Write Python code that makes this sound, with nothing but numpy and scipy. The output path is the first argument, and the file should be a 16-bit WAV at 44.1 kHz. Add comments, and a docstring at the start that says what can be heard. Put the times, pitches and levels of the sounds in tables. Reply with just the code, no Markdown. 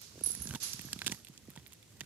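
"""Teeth crack and tick on a rawhide bone as a small dog gnaws it on a sofa, close by and a little right.
Cracks ring short modes of hide and mouth; hard bites add hollow knocks and lips add thin clicks.
Jaw and tongue make soft bumps that fall in pitch; filtered noise and low thuds make the cushion rumble.
A dry hiss, probably the dog's sniffing nose, swells and fades; harness fittings clink as decaying tones
and narrow noise. Chewing excites a short room tail; quiet room air and a low hum lie beneath."""
import sys
import numpy as np
from scipy import signal
from scipy.fft import rfft, irfft
from scipy.io import wavfile

SR = 44100
rng = np.random.default_rng(int(sys.argv[2]) if len(sys.argv) > 2 else 0)


def to_wav(sig):
    """Store sig (one row per channel, or 1-D mono) as 16-bit WAV at the path in sys.argv[1].

    Samples outside -1..1 are clipped; the rate is SR.
    """
    pcm = np.clip(np.atleast_2d(sig), -1, 1) * 32767
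    pcm = np.round(pcm).astype(np.int16)
    wavfile.write(sys.argv[1], SR, pcm.T)  # frames by channels


N = 90404
TIME = np.arange(N) / SR

# Every *_PAN_DB is the left level over the right; every *_ALIKE is the left-right correlation.
# Every spectrum gives relative levels: (frequency [Hz], level [dB]).

# teeth on the hide, before the group trims:
# (time [s], level around 3 kHz [dB], level around 6 kHz [dB], level around 11 kHz [dB])
CRACKS = [(0.3174, -71, -45, -36), (0.3509, -57, -46, -39.5), (0.4725, -54, -39, -58),
          (0.474, -54, -44.5, -53), (0.4907, -48, -46, -48), (0.5087, -46, -45, -54),
          (0.5497, -38, -42, -65), (0.5542, -45.5, -42, -63), (0.558, -41.5, -55, -47.5),
          (0.733, -49, -35, -47.5), (0.7935, -44, -47, -49), (0.8124, -49.5, -60, -48),
          (0.9309, -37, -33, -36), (0.9908, -42, -53, -48), (1.0182, -36, -44.5, -62),
          (1.064, -31.5, -39, -39), (1.0683, -32, -36.5, -34), (1.0736, -47, -35, -46),
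          (1.078, -30.5, -33, -38), (1.097, -44, -58, -70), (1.1169, -47, -37, -50),
          (1.1213, -35.5, -36.5, -48), (1.126, -47, -51, -46), (1.2483, -52.5, -69, -50),
          (1.27, -50, -59, -69), (1.276, -61, -65, -62), (1.284, -57, -56, -66), (1.377, -54, -49.5, -60),
          (1.5616, -54.5, -53.5, -59.5), (1.575, -51, -65, -77), (1.664, -49.5, -65, -68),
          (1.723, -54, -66, -57.5), (1.732, -57, -58, -56.5), (1.8283, -56, -78, -63.5),
          (2.0073, -40, -40, -47.5), (2.0134, -45, -51, -70)]
# resonances of the hide, one group per crack level, lowest mode first:
# (frequency [Hz], 60 dB decay [s], relative left level [dB], relative right level [dB])
HIDE_MODES = [
    [(2560, 0.0037, -6, -2), (2840, 0.0073, -17, -17), (3460, 0.0035, -21, 3)],
    [(4660, 0.002, -22, 9), (6000, 0.0034, 1, 4), (7010, 0.0025, -5, 8)],
    [(8190, 0.0019, 2, 7), (10700, 0.0021, -12.5, 2), (12770, 0.0054, -19, -8)],
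]
# trim of each group of hide modes: (level [dB])
GROUP_TRIMS = [-0.5, 1, 2.5]
HIT_LEVEL_S = 0.004  # cracks, knocks and smacks carry the energy of their rms level held this long
SKIRT_SHARE = 0.9  # high-pass of a group, as a share of its lowest mode
DETUNE = 0.02  # greatest random shift of a mode, as a share of its frequency
SPLINTER_FADE_S, SPLINTER_DB, SPLINTERS_PER_S = 0.0018, -5, 5000  # level relative to the snap

# hard bites that ring the mouth: (time [s], level [dB], frequency [Hz])
KNOCKS = [(0.35, -52, 1900), (0.455, -54, 1620), (0.474, -51.5, 1650), (0.509, -45, 1576),
          (0.538, -46, 1500), (0.5491, -43.5, 1520), (0.5578, -44, 924), (0.7937, -47, 1900),
          (0.8871, -51, 1670), (0.9302, -44.5, 1650), (1.0179, -39, 1586), (1.0646, -47.5, 1750),
          (1.0689, -42.5, 1590), (1.078, -40.5, 1624), (1.1215, -39.5, 1930), (1.1267, -50, 904),
          (1.5626, -52.5, 915), (1.5753, -50.5, 1910), (2.0086, -44.5, 1765), (2.013, -45, 1920)]
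KNOCK_CYCLES, KNOCK_PAN_DB = 34, -1.5  # cycles until the ring is 60 dB down
BONE_HZ, BONE_DB = 998, -17.5  # the whole bone sounds along; level relative to the mouth
SNAP_CYCLES, SNAP_DB = 6, -6  # the dull start of a knock; level relative to the mouth

# faint wet ticks; level relative to the cushion's rumble
TICKS_PER_S, TICK_DB, TICK_SPREAD_DB = 79, -9.5, 3

# wet lips part: (time [s], level [dB])
SMACKS = [(0.0167, -46.5), (0.737, -40), (0.8183, -45), (1.287, -52), (1.5036, -49), (1.671, -52),
          (1.6793, -54), (1.737, -50.5)]
SMACK_HZ, SMACK_T60_S, SMACK_PAN_DB = 12500, 0.00068, -7.5

# jaw and tongue bumps: (time [s], level before trim [dB], starting pitch [Hz])
BUMPS = [(0.156, -49.5, 664), (0.177, -47, 715), (0.2115, -40, 652), (0.271, -44, 560), (0.3, -46, 566),
         (0.373, -42.5, 284), (0.409, -41, 258), (0.4552, -39.5, 330), (0.477, -44, 308),
         (0.4899, -43.5, 285), (0.509, -39, 258), (0.5542, -41, 320), (0.7432, -42.5, 203),
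         (0.794, -40.5, 277), (0.8484, -39, 296), (0.8691, -42, 215), (0.9334, -44, 380), (0.961, -40, 340),
         (1.0657, -35.5, 425), (1.083, -43, 325), (1.0968, -39.5, 435), (1.1208, -36.5, 316),
         (1.2977, -44, 232), (1.4838, -41.5, 450), (1.5738, -42, 270), (2.0121, -43.5, 298)]
BUMP_TRIM_DB, BUMP_PAN_DB, BUMP_END_HZ = 5, -4.5, 120.7
BUMP_FALL_S, BUMP_ATTACK_S, BUMP_DECAY_S = 0.0046, 0.0015, 0.0062  # time constants

# the bone rocks against the cushion: (time [s], level [dB], frequency [Hz])
THUDS = [(0.379, -43, 73), (0.492, -41, 124.4), (0.541, -36.5, 230), (1.558, -61, 74.4)]
THUD_CYCLES = 4.43  # length of a thud
# level of the cushion's rumble: (time [s], level [dB])
RUMBLE_LEVEL = [(0, -70), (.12, -59.5), (.35, -55), (.41, -54.5), (.55, -43), (.59, -62.5), (.7, -62),
                (.85, -55.5), (1.0, -55.5), (1.13, -48.5), (1.21, -64.5), (1.6, -58.5), (1.66, -62.5),
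                (1.85, -67.5), (1.96, -60), (2.05, -58)]
# spectrum of the cushion's rumble: (frequency [Hz], level [dB])
RUMBLE_SPECTRUM = [(30, -19), (45, -11), (68, 1.5), (95, 1), (125, 0), (220, -6.5), (350, -12.5),
                   (600, -22.5), (3000, -30.5)]
RUMBLE_PAN_DB, RUMBLE_ALIKE = -4, 0.94

# level of the dry hiss, probably the sniffing nose: (time [s], level [dB])
HISS_LEVEL = [(0, -61), (.025, -50), (.12, -59.5), (.21, -58), (.26, -49), (.45, -53), (.585, -58),
              (.598, -65), (.602, -46.5), (.632, -38.5), (.69, -42.5), (.8, -50.5), (1.0, -55.5),
              (1.14, -52.5), (1.22, -66), (1.45, -79), (2.05, -84)]
# spectrum of the dry hiss: (frequency [Hz], level [dB])
HISS_SPECTRUM = [(300, -11.5), (800, -16.5), (1300, -12.5), (2000, -12), (3200, -6.5), (4800, 0),
                 (6500, -0.5), (8500, -7.5), (12000, -11), (14300, -20), (15200, -48)]
HISS_PAN_DB, HISS_ALIKE = -6.5, 0.022

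# harness clinks: (time [s], level of the main rings [dB], level of the side rings [dB])
CLINKS = [(0.237, -28.5, -50), (0.261, -25.5, -62), (.4195, -37.5, -45.5), (.6295, -33.5, -42.5),
          (.853, -64, -48), (1.124, -58, -53)]
# main resonances of the metal: (frequency [Hz], relative level [dB], width [Hz])
MAIN_RINGS = [(5984, -20, 22), (10205, 0, 160)]
# side resonances of the metal: (frequency [Hz], relative level [dB], width [Hz])
SIDE_RINGS = [(6440, -7, 60), (11490, 0, 40)]
# spectrum of the bright shimmer: (frequency [Hz], level [dB])
SHIMMER_SPECTRUM = [(2000, -44), (4000, -5), (6000, -8), (9300, -0.5), (10200, 3), (11200, -3), (14300, -3),
                    (15300, -43)]
CLINK_T60_S, CLINK_PAN_DB = 0.085, -9.5
LINGER_DB, LINGER_T60_S = -6.5, 0.43  # level relative to the ping
SHIMMER_DB, SHIMMER_T60_S = -17, 0.33  # level relative to the main rings

# spectrum of the room's tail: (frequency [Hz], level [dB])
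ROOM_SPECTRUM = [(100, -13), (3000, 2), (15000, 18)]
ROOM_DB, ROOM_T60_S, ROOM_DELAY_S = -23.5, 0.1, 0.0075

# spectrum of the quiet room air: (frequency [Hz], level [dB])
AIR_SPECTRUM = [(26, -13), (45, -10), (197, -3), (447, -7.5), (1120, -21.5), (1950, -15), (7020, -13),
                (14500, -25.5), (15300, -43)]
AIR_DB, AIR_PAN_DB, AIR_ALIKE = -63, -1, 0.2
HUM_HZ, HUM_DB = 107.9, -65.5

LEFT_LAG_S, LOW_CUT_HZ, HIGH_CUT_HZ = 0.00008, 57, 15600


def crack(levels_db, size=1024):
    """One snap and a dying spray of splinters ring the modes of hide and mouth."""
    t, out = TIME[:size], 0
    for modes, db, trim_db in zip(HIDE_MODES, levels_db, GROUP_TRIMS):
        splinters = (rng.random(size) < SPLINTERS_PER_S / SR) * rng.standard_normal(size)
        force = from_db(SPLINTER_DB) * splinters * np.exp(-t / SPLINTER_FADE_S)
        force[0] = 1  # the snap
        body = 0
        for hz, t60, left_db, right_db in modes:
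            detuned_hz = hz * (1 + DETUNE * rng.uniform(-1, 1))
            ring = np.sin(2 * np.pi * detuned_hz * t) * dying(t60, size)
            body = body + rng.choice([-1, 1]) * from_db([[left_db], [right_db]]) * ring
        # the force strikes the body: convolution
        struck = irfft(rfft(body, 2 * size) * rfft(force, 2 * size))[:, :size]
        skirt_hz = np.clip(SKIRT_SHARE * modes[0][0], 50, SR / 3)
        sound = signal.lfilter(*signal.butter(2, skirt_hz, "high", fs=SR), struck)
        out = out + from_db(db + trim_db) * hit_level(sound)
    return out


def knock(db, hz, size=2048):
    """A hard bite snaps, then rings the mouth at one pitch and, more faintly, the bone."""
    mouth, snap = (hz, 0, KNOCK_CYCLES), (hz, SNAP_DB, SNAP_CYCLES)
    bone = (BONE_HZ, BONE_DB, KNOCK_CYCLES)
    sound = 0
    for part_hz, part_db, cycles in (mouth, snap, bone):
        tone = np.sin(2 * np.pi * part_hz * TIME[:size])
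        sound = sound + from_db(part_db) * dying(cycles / part_hz, size) * tone
    return from_db(db) * hit_level(sound) * pan(KNOCK_PAN_DB)


def teeth():
    """The clear cracks of teeth on the hide and the hollow knocks of hard bites."""
    out = np.zeros((2, N))
    for s, *levels_db in CRACKS:
        add(out, s, crack(levels_db))
    for s, db, hz in KNOCKS:
        add(out, s, knock(db, hz))
    return out


def ticks(count=180):
    """Saliva and loose fibres tick at random and stir the mouth, following the cushion's rumble in level."""
    out = np.zeros((2, N))
    for s in np.cumsum(rng.exponential(1 / TICKS_PER_S, count)):
        rumble_db = np.interp(s, *np.transpose(RUMBLE_LEVEL))
        db = rumble_db + TICK_DB + TICK_SPREAD_DB * rng.normal()
        tick = crack(db + TICK_SPREAD_DB * rng.standard_normal(len(HIDE_MODES)))
        hollow = knock(db, rng.uniform(BONE_HZ, 2 * BONE_HZ))
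        if s < TIME[-1]:
            add(out, s, tick)
            add(out, s, hollow)
    return out


def lips():
    """Films of saliva burst with a very short, very high click."""
    out = np.zeros(N)
    click = hit_level(dying(SMACK_T60_S) * np.sin(2 * np.pi * SMACK_HZ * TIME))
    for s, db in SMACKS:
        add(out, s, from_db(db) * click)
    return out * pan(SMACK_PAN_DB)


def jaw(size=3000):
    """Each bump of jaw or tongue is a few damped cycles that fall quickly in pitch."""
    out, t = np.zeros(N), TIME[:size]
    for s, db, start_hz in BUMPS:
        hz = BUMP_END_HZ + (start_hz - BUMP_END_HZ) * np.exp(-t / BUMP_FALL_S)
        shape = (1 - np.exp(-t / BUMP_ATTACK_S)) * np.exp(-t / BUMP_DECAY_S)
        tone = np.sin(2 * np.pi * np.cumsum(hz) / SR)
        add(out, s, from_db(db + BUMP_TRIM_DB) * shape * tone)
    return out * pan(BUMP_PAN_DB)


def rocking():
    """Each push of the bone into the cushion swells and fades within a few low cycles."""
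    out = np.zeros(N)
    for s, db, hz in THUDS:
        swell = np.sin(np.pi * np.minimum(hz * TIME / THUD_CYCLES, 1)) ** 2
        add(out, s, from_db(db) * swell * np.sin(2 * np.pi * hz * TIME))
    return out * pan(RUMBLE_PAN_DB)


def nose_and_cushion():
    """Coloured noises for the dry hiss, probably a sniff, and the cushion's rumble follow level curves."""
    hiss = level(HISS_LEVEL) * noise(HISS_SPECTRUM, HISS_ALIKE) * pan(HISS_PAN_DB)
    rumble = level(RUMBLE_LEVEL) * noise(RUMBLE_SPECTRUM, RUMBLE_ALIKE) * pan(RUMBLE_PAN_DB)
    return hiss + rumble


def wavering(hz, width_hz):
    """A rough, beating tone: stereo noise in one narrow resonance; rms 1."""
    offset = 2 * (np.fft.rfftfreq(N, 1 / SR) - hz) / width_hz
    gain = 1 / (1 + offset ** 2) ** 0.75
    return rms_one(irfft(rfft(rng.standard_normal((2, N))) * gain, N))


def tails(times, levels_db, t60):
    """Gain of the overlapping clink tails, summed in power."""
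    power = np.zeros(N)
    for s, db in zip(times, levels_db):
        add(power, s, (from_db(db) * dying(t60)) ** 2)
    return np.sqrt(power)


def harness():
    """Small metal parts touch: a short clear ping, a rough ring that lingers and a bright shimmer."""
    out = np.zeros((2, N))
    ear_phase = np.array([[np.pi / 2], [0]])  # the left ping leads by a quarter cycle
    times, main_db, side_db = np.transpose(CLINKS)
    for modes, levels_db in ((MAIN_RINGS, main_db), (SIDE_RINGS, side_db)):
        for hz, mode_db, width_hz in modes:
            tone = np.sqrt(2) * np.sin(2 * np.pi * hz * TIME + ear_phase)  # rms 1
            ping = dying(CLINK_T60_S) * tone
            for s, db in zip(times, levels_db):
                add(out, s, from_db(db + mode_db) * ping)
            linger = tails(times, levels_db + mode_db + LINGER_DB, LINGER_T60_S)
            out += linger * wavering(hz, width_hz)
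    shimmer = tails(times, main_db + SHIMMER_DB, SHIMMER_T60_S) * noise(SHIMMER_SPECTRUM, 0)
    return (out + shimmer) * pan(CLINK_PAN_DB)


def room(x):
    """The short tail of a furnished room: convolution with delayed, decaying noise."""
    tail = noise(ROOM_SPECTRUM, 0.1) * dying(ROOM_T60_S) * (TIME > ROOM_DELAY_S)
    tail = rms_one(tail) / np.sqrt(N)  # unit energy per channel on average
    return from_db(ROOM_DB) * signal.fftconvolve(x, tail, axes=1)[:, :N]


def background():
    """Quiet room air as steady coloured noise, with a low sine hum."""
    air = from_db(AIR_DB) * noise(AIR_SPECTRUM, AIR_ALIKE) * pan(AIR_PAN_DB)
    hum = from_db(HUM_DB) * np.sin(2 * np.pi * HUM_HZ * TIME)
    return air + hum


def from_db(db):
    """Amplitude gain of a level in dB."""
    return 10 ** (np.asarray(db) / 20)


def rms_one(x):
    """Scale a sound to rms 1."""
    return x / np.sqrt(np.mean(x ** 2) + 1e-20)


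def hit_level(sound):
    """Scale a short sound to the energy of rms 1 held for HIT_LEVEL_S."""
    return rms_one(sound) * np.sqrt(HIT_LEVEL_S * SR / sound.shape[-1])


def dying(t60, size=N):
    """A fall of 60 dB in t60 seconds."""
    return np.exp(-np.log(1000) * TIME[:size] / t60)


def pan(db):
    """Gains of left and right for a level difference; their mean is 1."""
    gains = from_db(np.array([[db], [-db]]) / 2)
    return gains / gains.mean()


def level(rows):
    """Gain along a curve of (time [s], level [dB])."""
    return from_db(np.interp(TIME, *np.transpose(rows)))


def add(out, s, sound):
    """Mix a sound in at a time in seconds."""
    i = int(np.clip(s * SR, 0, N - 1))
    out[..., i:i + sound.shape[-1]] += sound[..., :N - i]


def noise(spectrum, alike):
    """Stereo noise of a given colour and left-right correlation; rms 1."""
    hz, db = np.transpose(spectrum)
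    bins_hz = np.fft.rfftfreq(N, 1 / SR) + 1  # keeps the logarithm finite
    gain = from_db(np.interp(np.log(bins_hz), np.log(hz), db))
    mid, side = irfft(rfft(rng.standard_normal((2, N))) * gain, N)
    c = np.clip(alike, -1, 1)
    return rms_one(np.sqrt(1 + c) * mid + np.sqrt(1 - c) * side * np.array([[1], [-1]]))


def from_right(x):
    """The sound reaches the left microphone a little later."""
    return np.array([np.interp(TIME - LEFT_LAG_S, TIME, x[0]), x[1]])


def scene():
    """The dog close by, in a quiet room."""
    chewing = teeth() + lips() + jaw() + ticks()
    dog = from_right(chewing + rocking() + nose_and_cushion())
    return dog + harness() + room(chewing) + background()


def record(dry):
    """Cut the deepest bass gently and the top steeply."""
    low_cut = signal.butter(2, LOW_CUT_HZ, "high", fs=SR, output="sos")
    high_cut = signal.butter(16, HIGH_CUT_HZ, fs=SR, output="sos")
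    return signal.sosfiltfilt(high_cut, signal.sosfilt(low_cut, dry))


dry = scene()
out = record(dry)
to_wav(out)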